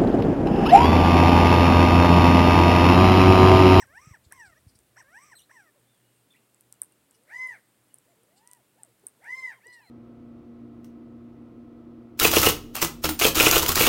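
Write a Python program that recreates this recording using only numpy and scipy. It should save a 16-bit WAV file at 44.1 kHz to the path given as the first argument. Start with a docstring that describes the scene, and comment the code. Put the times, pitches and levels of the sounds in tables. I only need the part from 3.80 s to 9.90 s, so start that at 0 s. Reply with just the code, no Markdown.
"""Quail call in a gravel backyard, over a quiet floor with a faint hum; small birds chirp and beaks crack seeds.
First a hoarse bird whistles gliding notes that choke into hiss, while light air rumbles and dies down.
From about two seconds softer notes come from farther off, among chirps, thin whistles and cracks.
Then a loud bird calls twice; a wall throws its notes back, so each glide beats against its own echo.
Right after its second call another quail answers, softer. Voices are harmonics of a pitch arch; the rest is noise."""
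import sys
import numpy as np
from scipy import signal
from scipy.fft import rfft, irfft, next_fast_len
from scipy.io import wavfile

SR = 44100
rng = np.random.default_rng(int(sys.argv[2]) if len(sys.argv) > 2 else 0)


def store_wav(level_fs):
    """Save 16-bit WAV to argv[1]."""
    pcm = np.round(np.clip(np.atleast_2d(level_fs), -1, 1) * 32767)
    wavfile.write(sys.argv[1], SR, pcm.T.astype(np.int16))


N = 269002  # length in samples
TIME = np.arange(N) / SR
EDGE_HZ = 16300  # upper band limit
FOOT_HZ = 439.4  # where the arches of the clear quail voices start and end


def amp(db):
    """Decibels to gain."""
    return 10 ** (np.asarray(db) / 20)


def unit(x):
    """Scales to rms 1."""
    return x / np.sqrt(np.mean(x ** 2) + 1e-20)


def read(points, hz):
    """A spectrum's gain, joined by straight lines on a log-frequency axis."""
    point_hz, point_db = np.transpose(points)
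    return amp(np.interp(np.log(hz + 1), np.log(point_hz), point_db))


def add(mix, start_s, sound):
    """Mixes a sound in at a given time, trimming what falls outside."""
    at = round(start_s * SR)
    part, sound = mix[max(at, 0):], sound[max(-at, 0):]
    part[:len(sound)] += sound[:len(part)]


def noise(colour, size):
    """Noise of rms 1 with the given spectrum."""
    n = next_fast_len(size, True)
    spectrum = rfft(rng.standard_normal(n)) * read(colour, np.fft.rfftfreq(n, 1 / SR))
    return unit(irfft(spectrum, n)[:size])


def band(hz, width_hz, size):
    """Noise of rms 1 in a bell-shaped band; around 0 Hz it is a slow random drift."""
    n = next_fast_len(size, True)
    bell = np.exp(-.5 * ((np.fft.rfftfreq(n, 1 / SR) - hz) / width_hz) ** 2)
    return unit(irfft(rfft(rng.standard_normal(n)) * bell, n)[:size])


def echo(x, delay_s, strength):
    """The sound plus one reflection: a delay is a turn of phase that grows with frequency."""
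    size = next_fast_len(len(x) + SR // 20)
    turn = np.exp(-2j * np.pi * np.fft.rfftfreq(size, 1 / SR) * delay_s)
    return irfft(rfft(x, size) * (1 + strength * turn), size)


def yard(x, wet_db, t60):
    """Weak scattered reflections from rocks, fence and shrubs: noise that fades 60 dB in t60 seconds."""
    t = np.arange(SR // 2) / SR
    tail = rng.standard_normal(len(t)) * amp(-60 * t / t60) * (t > .005)
    return x + amp(wet_db) * signal.fftconvolve(x, tail / np.linalg.norm(tail))[:N]


def arch(foot_hz, top_s, rise_s, fall_s, top_hz, rise_shape=1, fall_shape=1, crown=0):
    """Pitch lifts from its foot to a top and sinks back. Gives start, pitch and lift (0-1)."""
    t = np.arange(-rise_s, fall_s, 1 / SR)
    away = np.where(t < 0, -t / rise_s, t / fall_s)
    # shape 1 is a bell, less is pointed, more is flat-topped
    lift = np.cos(np.pi / 2 * away ** np.where(t < 0, rise_shape, fall_shape)) ** 2
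    # a crown rounds a flat top
    lift *= 1 - np.clip(crown, 0, 1) * away * np.sqrt(away)
    return top_s - rise_s, foot_hz + (top_hz - foot_hz) * lift, lift


def note(hz, db, throat, jitter, shimmer, edge_power=1, flutter_db=5.3, overtone_db=0,
         air=None, air_db=-70, air_power=3, count=14):
    """Harmonics of a gliding pitch sweep through a fixed throat; straining for the top adds roughness and edge."""
    t = np.arange(len(hz)) / SR
    strain = hz / hz.max()
    rough_hz = hz * (1 + jitter * strain ** 3 * band(0, 216, len(t)))
    turns = np.cumsum(rough_hz) / SR
    tone = np.zeros(len(t))
    for k in range(1, count):
        gain = amp(overtone_db * (k > 1)) * read(throat, k * hz) * (k * hz < EDGE_HZ)
        # the upper partials come and go with the strain, and flutter
        if k > 4:
            gain = gain * strain ** edge_power * amp(flutter_db * band(0, 46, len(t)))
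        tone += gain * np.cos(2 * np.pi * k * turns)
    tone *= amp(db) * (1 + shimmer * band(0, 120, len(t)))
    if air:
        # breath hiss, also strongest at the top
        tone += amp(air_db) * strain ** air_power * noise(air, len(t))
    return tone * np.clip(np.minimum(t, t[-1] - t) / 0.0058, 0, 1)


# Colour of the quiet floor: pitch_hz, relative level_db
FLOOR_COLOUR = [(24, -57), (40, -18), (87, -13), (101, -24), (124, -9), (151, -8.5), (297, -6.5),
                (570, -12.5), (733, -15), (3380, -21), (6020, -26.5), (8340, -19.5), (16000, -25)]
FLOOR_DB = -67.5
HUM_HZ, HUM_DB, HUM_WAVER = 120, -81, 1.3  # waver: narrow noise around the hum, relative to it


def background():
    """A steady floor of coloured noise and a far-off hum, a pure tone that wavers with narrow noise around it."""
    hum = unit(np.sin(2 * np.pi * HUM_HZ * TIME)) + HUM_WAVER * band(HUM_HZ, 7.5, N)
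    return amp(FLOOR_DB) * noise(FLOOR_COLOUR, N) + amp(HUM_DB) * hum


# How the rumble of the light air rises and falls: time_s, level_db
BREEZE_LEVEL = [(0, -67.5), (.35, -71.5), (.55, -69.5), (.75, -68.5), (1.0, -70), (1.15, -75.5),
                (1.65, -78), (1.9, -99)]
# Colour of that rumble: pitch_hz, relative level_db
RUMBLE_COLOUR = [(20, -30), (45, -14), (70, -9), (120, -17.5), (200, -22.5), (400, -42)]
# Low bumps of air on the microphone: start_s, level_db, pitch_hz
AIR_BUMPS = [(0.025, -50, 88), (.058, -55, 80), (0.27, -39.5, 131), (.309, -37.5, 99), (0.463, -45, 73),
             (0.674, -52.5, 90), (0.866, -39.5, 91), (0.954, -51.5, 91.5), (5.86, -62, 90.5)]


def breeze():
    """Light air rumbles on the microphone and dies down; each puff is a quickly damped low swing."""
    time_s, rumble_db = np.transpose(BREEZE_LEVEL)
    out = amp(np.interp(TIME, time_s, rumble_db, right=-110)) * noise(RUMBLE_COLOUR, N)
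    t = np.arange(SR // 10) / SR
    swell = t / 0.0045 * np.exp(1 - t / 0.0036)
    for start_s, level_db, hz in AIR_BUMPS:
        add(out, start_s, amp(level_db) * swell * np.sin(2 * np.pi * hz * t))
    return out


# Colour of ticks and cracks, with the microphone's bright peak near 8900 Hz: pitch_hz, relative level_db
CLICK_COLOUR = [(300, -30), (1500, -41), (3200, -35), (4700, -31.5), (6000, -21.5), (7000, -26),
                (8000, -0.5), (8900, 6), (10500, -7), (13000, -11), (16000, -36)]


def gravel(per_s=14, peak_db=-60, spread_db=3):
    """Faint ticks of feet and beaks among the stones: random single clicks, the stronger ones rarer."""
    chance = rng.random(N)
    size = np.minimum(rng.exponential(1, N), 3)
    ticks = (chance < per_s / SR) * amp(peak_db + spread_db * size)
    n = next_fast_len(N, True)
    colour = read(CLICK_COLOUR, np.fft.rfftfreq(n, 1 / SR))
    return irfft(rfft(ticks, n) * colour / colour.mean(), n)[:N]


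# Beaks cracking seeds: start_s, level_db (peak before the echoes), peak_hz (the bright peak),
# tilt in dB per octave above the bright peak, knock_db (the dull knock below it)
SEED_CRACKS = [(0.0713, -46, 8750, 2, 2), (0.5236, -24, 9100, 15.5, 16), (0.99, -40, 8850, -6, 15),
               (2.746, -41.5, 8100, 10, 6), (2.8096, -35.5, 8900, 12, 10), (2.9258, -26, 8320, 13, 18),
               (3.0184, -11.5, 9040, 6, 1.5), (3.1232, -46, 8870, -3, 0), (3.3110, -39.5, 8200, 12, 9),
               (3.436, -50, 9000, 0, 0), (3.6735, -35.5, 9300, 13, 5), (4.1432, -28.5, 9600, -12, 0),
               (4.1856, -38, 8500, 11, 7), (4.4342, -49, 9000, 0, 0), (4.6749, -32.5, 9000, 0, 15.5),
               (4.7142, -32.5, 8900, -10, 12), (4.734, -28, 8800, 15, 16.5), (5.0342, -26, 8600, -5, 3),
               (5.2688, -20, 9100, 1, 0), (5.444, -43, 8250, 7, 14), (5.8703, -37, 8400, -8, 10)]
SCUFF_HZ, SCUFF_DB, SCUFF_S = 1400, -47, 0.013  # dull scuff: centre, level relative to the crack, fade time


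def seeds(size=2048):
    """Each husk snaps once and sheds a few splinters; the ground and the wall repeat the snap."""
    out = np.zeros(N)
    t, f = np.arange(size) / SR, np.fft.rfftfreq(size, 1 / SR)
    lead = size // 8  # samples of room before the snap
    for start_s, level_db, peak_hz, tilt_db, knock_db in SEED_CRACKS:
        crunch = 0.064 * np.exp(-t / 0.00063) + 0.023 * np.exp(-t / 0.0015) + 0.0046 * np.exp(-t / 0.0091)
        splinters = 0.06 * np.exp(-t / 0.023) * (rng.random(size) < 300 / SR)
        snap = (t == 0) + (crunch + splinters) * rng.standard_normal(size)

        tilt = tilt_db * np.log2(np.maximum(f / peak_hz, 1))
        knock = knock_db * np.interp(f / peak_hz, [.75, .92], [1, 0])
        colour = read(CLICK_COLOUR, f * 8900 / peak_hz) * amp(tilt + knock)
        crack = irfft(rfft(np.roll(snap, lead)) * colour)
        crack /= abs(crack).max()
        from_ground = echo(crack, 0.0009, 0.062)
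        from_wall = echo(from_ground, 0.015, 0.14)
        add(out, start_s - lead / SR, amp(level_db) * from_wall)

        scuff = np.exp(-t / SCUFF_S) * band(SCUFF_HZ, 680, size)
        add(out, start_s, amp(level_db + SCUFF_DB) * scuff)
    return out


# Throat of the small birds: pitch_hz, gain_db
SMALL_THROAT = [(3000, -5.5), (4200, -1), (6000, -8.5), (7200, -13), (8200, -1.5), (11000, -9.5),
                (13000, -13), (16000, -21)]
# Twisting chirps: swing_start_s, swing_period_s, top_hz, dip in octaves, sag in octaves per swing,
# level_db, overtone_db
TWISTING_CHIRPS = [(1.574, 0.05, 4120, .45, .16, -57, 1.5), (2.525, 0.048, 3550, .7, 0.36, -60.5, -21)]
CHIRP_LEAD, CHIRP_SWINGS = .5, 1.22  # periods held before the swing, periods swung
CHIRP_FADE_DB = -1  # change of level at the ends
# Thin distant whistles: top_s, rise_s, fall_s, top_hz, bend_hz, level_db
THIN_WHISTLES = [(1.638, 0.011, 0.019, 4150, 200, -66), (2.1, .07, .15, 3600, 728, -74),
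                 (2.25, .05, .17, 2890, 130, -74), (2.06, .16, .05, 8250, 150, -80),
                 (2.13, .03, .14, 8800, 375, -75), (2.35, 0.059, .1, 8560, 180, -73),
                 (2.952, 0.021, .018, 2940, 330, -72), (3.125, .018, .018, 2830, 120, -72),
                 (3.35, 0.023, 0.02, 2940, 130, -70), (3.9, .17, .05, 8400, 392, -74),
                 (4.11, 0.02, .022, 2940, 130, -67), (4.295, 0.014, 0.044, 7300, 200, -65),
                 (4.582, 0.02, .014, 3010, 297, -67), (5.59, .03, 0.041, 4190, 340, -63.5),
                 (5.675, 0.046, 0.064, 3970, 298, -65.5), (5.926, 0.051, 0.06, 4190, 60, -66.5),
                 (6.076, 0.053, 0.08, 4130, 30, -63.5)]
WHISTLE_FADE_DB = -6.5  # change of level at the ends
# Short raspy chips: start_s, length_s, centre_hz, level_db (rms over the whole chip, fades included)
RASPY_CHIPS = [(0.431, 0.04, 4300, -69), (0.644, 0.048, 4600, -67), (0.866, 0.058, 5060, -70),
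               (0.945, 0.027, 5040, -67), (3.332, 0.041, 5450, -72), (4.552, 0.054, 4530, -69),
               (5.584, .025, 4400, -65), (5.917, 0.044, 4780, -63)]


def small_birds():
    """Chirps swing in pitch and echo, whistles are single bent tones, and chips are short bands of noise."""
    out = np.zeros(N)
    for swing_s, period_s, top_hz, dip, sag, level_db, overtone_db in TWISTING_CHIRPS:
        swing = np.maximum(np.arange(-CHIRP_LEAD, CHIRP_SWINGS, 1 / (period_s * SR)), 0)
        hz = top_hz * 2 ** (-dip * np.sin(np.pi * swing) ** 2 - sag * swing)
        db = level_db + CHIRP_FADE_DB * np.linspace(-1, 1, len(hz)) ** 2
        chirp = note(hz, db, SMALL_THROAT, jitter=0.019, shimmer=0.46, overtone_db=overtone_db, count=5)
        add(out, swing_s - CHIRP_LEAD * period_s, echo(chirp, .012, 0.25))
    for top_s, rise_s, fall_s, top_hz, bend_hz, level_db in THIN_WHISTLES:
        start_s, hz, lift = arch(top_hz - bend_hz, top_s, rise_s, fall_s, top_hz)
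        db = level_db + WHISTLE_FADE_DB * (1 - lift)
        add(out, start_s, note(hz, db, SMALL_THROAT, jitter=0.0032, shimmer=0.38, count=2))
    for start_s, length_s, hz, level_db in RASPY_CHIPS:
        size = int(length_s * SR)
        rasp = band(hz, 750, size) + 1.02 * band(hz * 1.75, 800, size)
        add(out, start_s, amp(level_db) * unit(rasp * np.hanning(size)))
    return out


# Throat of the distant quail: pitch_hz, gain_db
COVEY_THROAT = [(400, 4.5), (1000, -9), (1300, -23), (1600, -20), (1950, -10.5), (2400, -25), (2900, -20.5),
                (4000, -13), (5000, -26), (5800, -12.5), (7000, -36)]
# Soft notes of the covey: top_s, rise_s, fall_s, top_hz, rise_shape, fall_shape, level_db at the top
COVEY_NOTES = [(1.959, 0.016, .052, 606, 0.81, 0.85, -65.5), (3.64, 0.29, 0.11, 736, 1.25, 1.04, -65.5),
               (4.304, 0.047, .045, 695, 1.48, 2.2, -64), (4.71, 0.35, 0.13, 985, 0.94, 2, -57),
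               (5.001, 0.049, 0.12, 910, 0.91, 0.84, -56.5), (5.451, .061, 0.042, 947, 1.1, 1.14, -52),
               (5.755, .215, .05, 1062, 1.2, 3.23, -52.5), (6.019, 0.039, 0.16, 1015, 1.05, 0.7, -54)]
FAR_SWELL_DB = 17  # level gained per octave
# Low clucks: top_s, rise_s, fall_s, top_hz, level_db at the top
LOW_CLUCKS = [(5.244, .02, 0.0277, 425, -63.5), (5.865, 0.013, 0.033, 472, -56.5)]
CLUCK_FOOT, CLUCK_FADE_DB = 0.647, -12  # share of the top pitch, and change of level, at the ends


def covey():
    """Distant arched notes and low clucks, each a few harmonics that swell towards the top of the arch."""
    out = np.zeros(N)
    for *shape, level_db in COVEY_NOTES:
        start_s, hz, _ = arch(FOOT_HZ, *shape)
        db = level_db + FAR_SWELL_DB * np.log2(hz / hz.max())
        call = note(hz, db, COVEY_THROAT, jitter=.0033, shimmer=0.21, overtone_db=-1.5, count=4)
        add(out, start_s, call)
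    for top_s, rise_s, fall_s, top_hz, level_db in LOW_CLUCKS:
        start_s, hz, lift = arch(CLUCK_FOOT * top_hz, top_s, rise_s, fall_s, top_hz)
        db = level_db + CLUCK_FADE_DB * (1 - lift)
        cluck = note(hz, db, COVEY_THROAT, jitter=.004, shimmer=0.39, overtone_db=-1, count=4)
        add(out, start_s, cluck)
    return out


# The one answering note: top_s, rise_s, fall_s, top_hz, rise_shape, fall_shape
ANSWER_NOTE = (5.903, .119, .289, 985, 1.97, 1.22)
# Throat of the answering bird: pitch_hz, gain_db
ANSWERING_THROAT = [(600, -27), (1000, -16.5), (1500, -16), (1950, 0), (2300, -7.5), (3000, -24),
                    (4200, -35), (5500, -22), (7000, -40), (9000, -25.5)]
ANSWER_DB, ANSWER_SWELL_DB = -49, 24  # level at the top, level gained per octave


def answering_quail():
    """One softer note whose voice swells with its pitch, so it is loudest at its top."""
    out = np.zeros(N)
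    start_s, hz, _ = arch(FOOT_HZ, *ANSWER_NOTE)
    db = ANSWER_DB + ANSWER_SWELL_DB * np.log2(hz / hz.max())
    call = note(hz, db, ANSWERING_THROAT, jitter=0.0032, shimmer=0.19, edge_power=3, flutter_db=6, count=7)
    add(out, start_s, call)
    return out


# The hoarse bird says short, long, falling, twice, with a low note between: top_s, rise_s, fall_s, top_hz,
# rise_shape, fall_shape, level_db at the break pitch before choking, hiss_db at the top, cut_s off the end
HOARSE_CALLS = [(.008, .04, 0.061, 1057, 1.04, 0.93, -40, -54.5, 0),
                (.27, 0.2, .118, 1270, 0.93, 1.65, -42.5, -62.5, .008),
                (.541, 0.034, .3, 1087, 1.03, 0.7, -40.5, -67.5, 0.096),
                (.782, .035, .02, 629, 1.01, 2, -46.5, -82, 0.0059),
                (1.196, 0.038, 0.045, 1051, 1.32, 0.85, -40.5, -58.5, 0),
                (1.452, .215, .124, 1230, .75, 1.6, -43, -63, 0.0068),
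                (1.727, .038, 0.26, 1098, 0.91, 0.56, -44.5, -68, 0.082)]
# Its throat: pitch_hz, gain_db
HOARSE_VOICE = [(500, -4), (800, -10.5), (1050, -7), (1300, -5.5), (1600, 1.5), (1850, 2.5), (2050, -10),
                (2300, -11), (3100, -26), (4300, -43), (5700, -11.5), (6800, -40), (8000, -12.5),
                (9500, -32.5)]
# The air hissing through it: pitch_hz, relative level_db
HOARSE_HISS = [(100, -45), (500, -4), (1200, -12), (2200, -5), (3000, -8), (4600, -18.5), (5700, 9),
               (6800, -10), (8000, 3.5), (9200, -21), (15000, -26)]
HOARSE_FOOT_HZ, HOARSE_SWELL_DB = 523.3, 21.5  # where its arches start and end; level gained per octave
BREAK_HZ, BREAK_WIDTH_HZ, BREAK_DB = 1043, 50, -14.5  # above this pitch the voice chokes
RASP_HZ, RASP_WIDTH_HZ, RASP_DB = 2070, 330, -24  # noise of the choked voice, relative to level_db
HOARSE_TIRE_DB = -3.5  # the fall is softer than the rise
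HOARSE_RELEASE_S = 0.0092


def hoarse_quail():
    """The voice swells as it climbs, chokes into hiss above its break, and tires on the way down."""
    out = np.zeros(N)
    for *shape, level_db, hiss_db, cut_s in HOARSE_CALLS:
        start_s, hz, _ = arch(HOARSE_FOOT_HZ, *shape)
        t = np.arange(len(hz)) / SR
        choke = .5 + .5 * np.tanh((hz - BREAK_HZ) / BREAK_WIDTH_HZ)
        falling = t > t[hz.argmax()]
        swell_db = HOARSE_SWELL_DB * np.log2(hz / BREAK_HZ)
        db = level_db + swell_db + BREAK_DB * choke + HOARSE_TIRE_DB * falling
        call = note(hz, db, HOARSE_VOICE, jitter=0.0262, shimmer=.27, edge_power=1.3, flutter_db=4.5,
                    air=HOARSE_HISS, air_db=hiss_db, air_power=4.2)
        call += amp(level_db + RASP_DB) * choke * band(RASP_HZ, RASP_WIDTH_HZ, len(t))
        release = np.clip((t[-1] - cut_s - t) / HOARSE_RELEASE_S, 0, 1)
        add(out, start_s, call * release)
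    return out


# The loud bird: top_s, rise_s, fall_s, top_hz, rise_shape, fall_shape, crown (share),
# level_db added to LOUD_DB, wall echo delay_s, echo strength (share)
LOUD_CALLS = [(3.6265, .162, .175, 1024.9, 2.9, 2.12, .12, -2, .01562, .86),
              (5.5834, .177, .185, 1044, 2.75, 3.03, .17, 0, .01517, .8)]
# Its throat: pitch_hz, gain_db
LOUD_VOICE = [(500, -7), (1050, -17.5), (1300, -12), (1600, -2.5), (1850, -1.5), (2050, 3), (2300, -4.5),
              (2600, -23.5), (3100, -35), (4100, -41.5), (5150, -28), (6200, -31), (8200, -33.5),
              (10000, -46)]
# The air hissing through it: pitch_hz, relative level_db
LOUD_HISS = [(100, -24), (500, 10), (2000, -4.5), (3500, -0.5), (6000, -4), (7000, -11), (8700, 4.5),
             (11000, -5), (16000, -6.5)]
LOUD_DB = -36.5
LOUD_FADE_DB, LOUD_FADE_POWER = -33.5, 1.41  # change of level at the foot; a higher power holds the level longer


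def loud_quail():
    """Clear flat-topped notes; the pitch glides on while the wall's echo arrives late, so the two beat."""
    out = np.zeros(N)
    for *shape, level_db, delay_s, strength in LOUD_CALLS:
        start_s, hz, lift = arch(FOOT_HZ, *shape)
        db = LOUD_DB + level_db + LOUD_FADE_DB * (1 - lift) ** LOUD_FADE_POWER
        call = note(hz, db, LOUD_VOICE, jitter=.00098, shimmer=.018, edge_power=2.5, flutter_db=5.0,
                    air=LOUD_HISS, air_db=-66, air_power=1.3, count=9)
        add(out, start_s, echo(call, delay_s, strength))
    return out


def scene():
    """All sources at one microphone; birds and feeding also get the yard's reflections."""
    quail = covey() + answering_quail() + hoarse_quail() + loud_quail()
    birds = yard(quail, wet_db=-20, t60=0.34) + yard(small_birds(), wet_db=-7.5, t60=0.21)
    feeding = yard(seeds() + gravel(), wet_db=-26.5, t60=0.17)
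    return (birds + feeding + breeze() + background())[None]


def record(dry):
    """The microphone's bass roll-off, below 55 Hz, and the recorder's band limit."""
    bass_cut = signal.butter(3, 55, "highpass", fs=SR, output="sos")
    thin = signal.sosfilt(bass_cut, dry)
    band_limit = signal.firwin(511, EDGE_HZ, window=("kaiser", 9), fs=SR)
    return signal.oaconvolve(thin, band_limit[None], "same")


dry = scene()
out = record(dry)
store_wav(out)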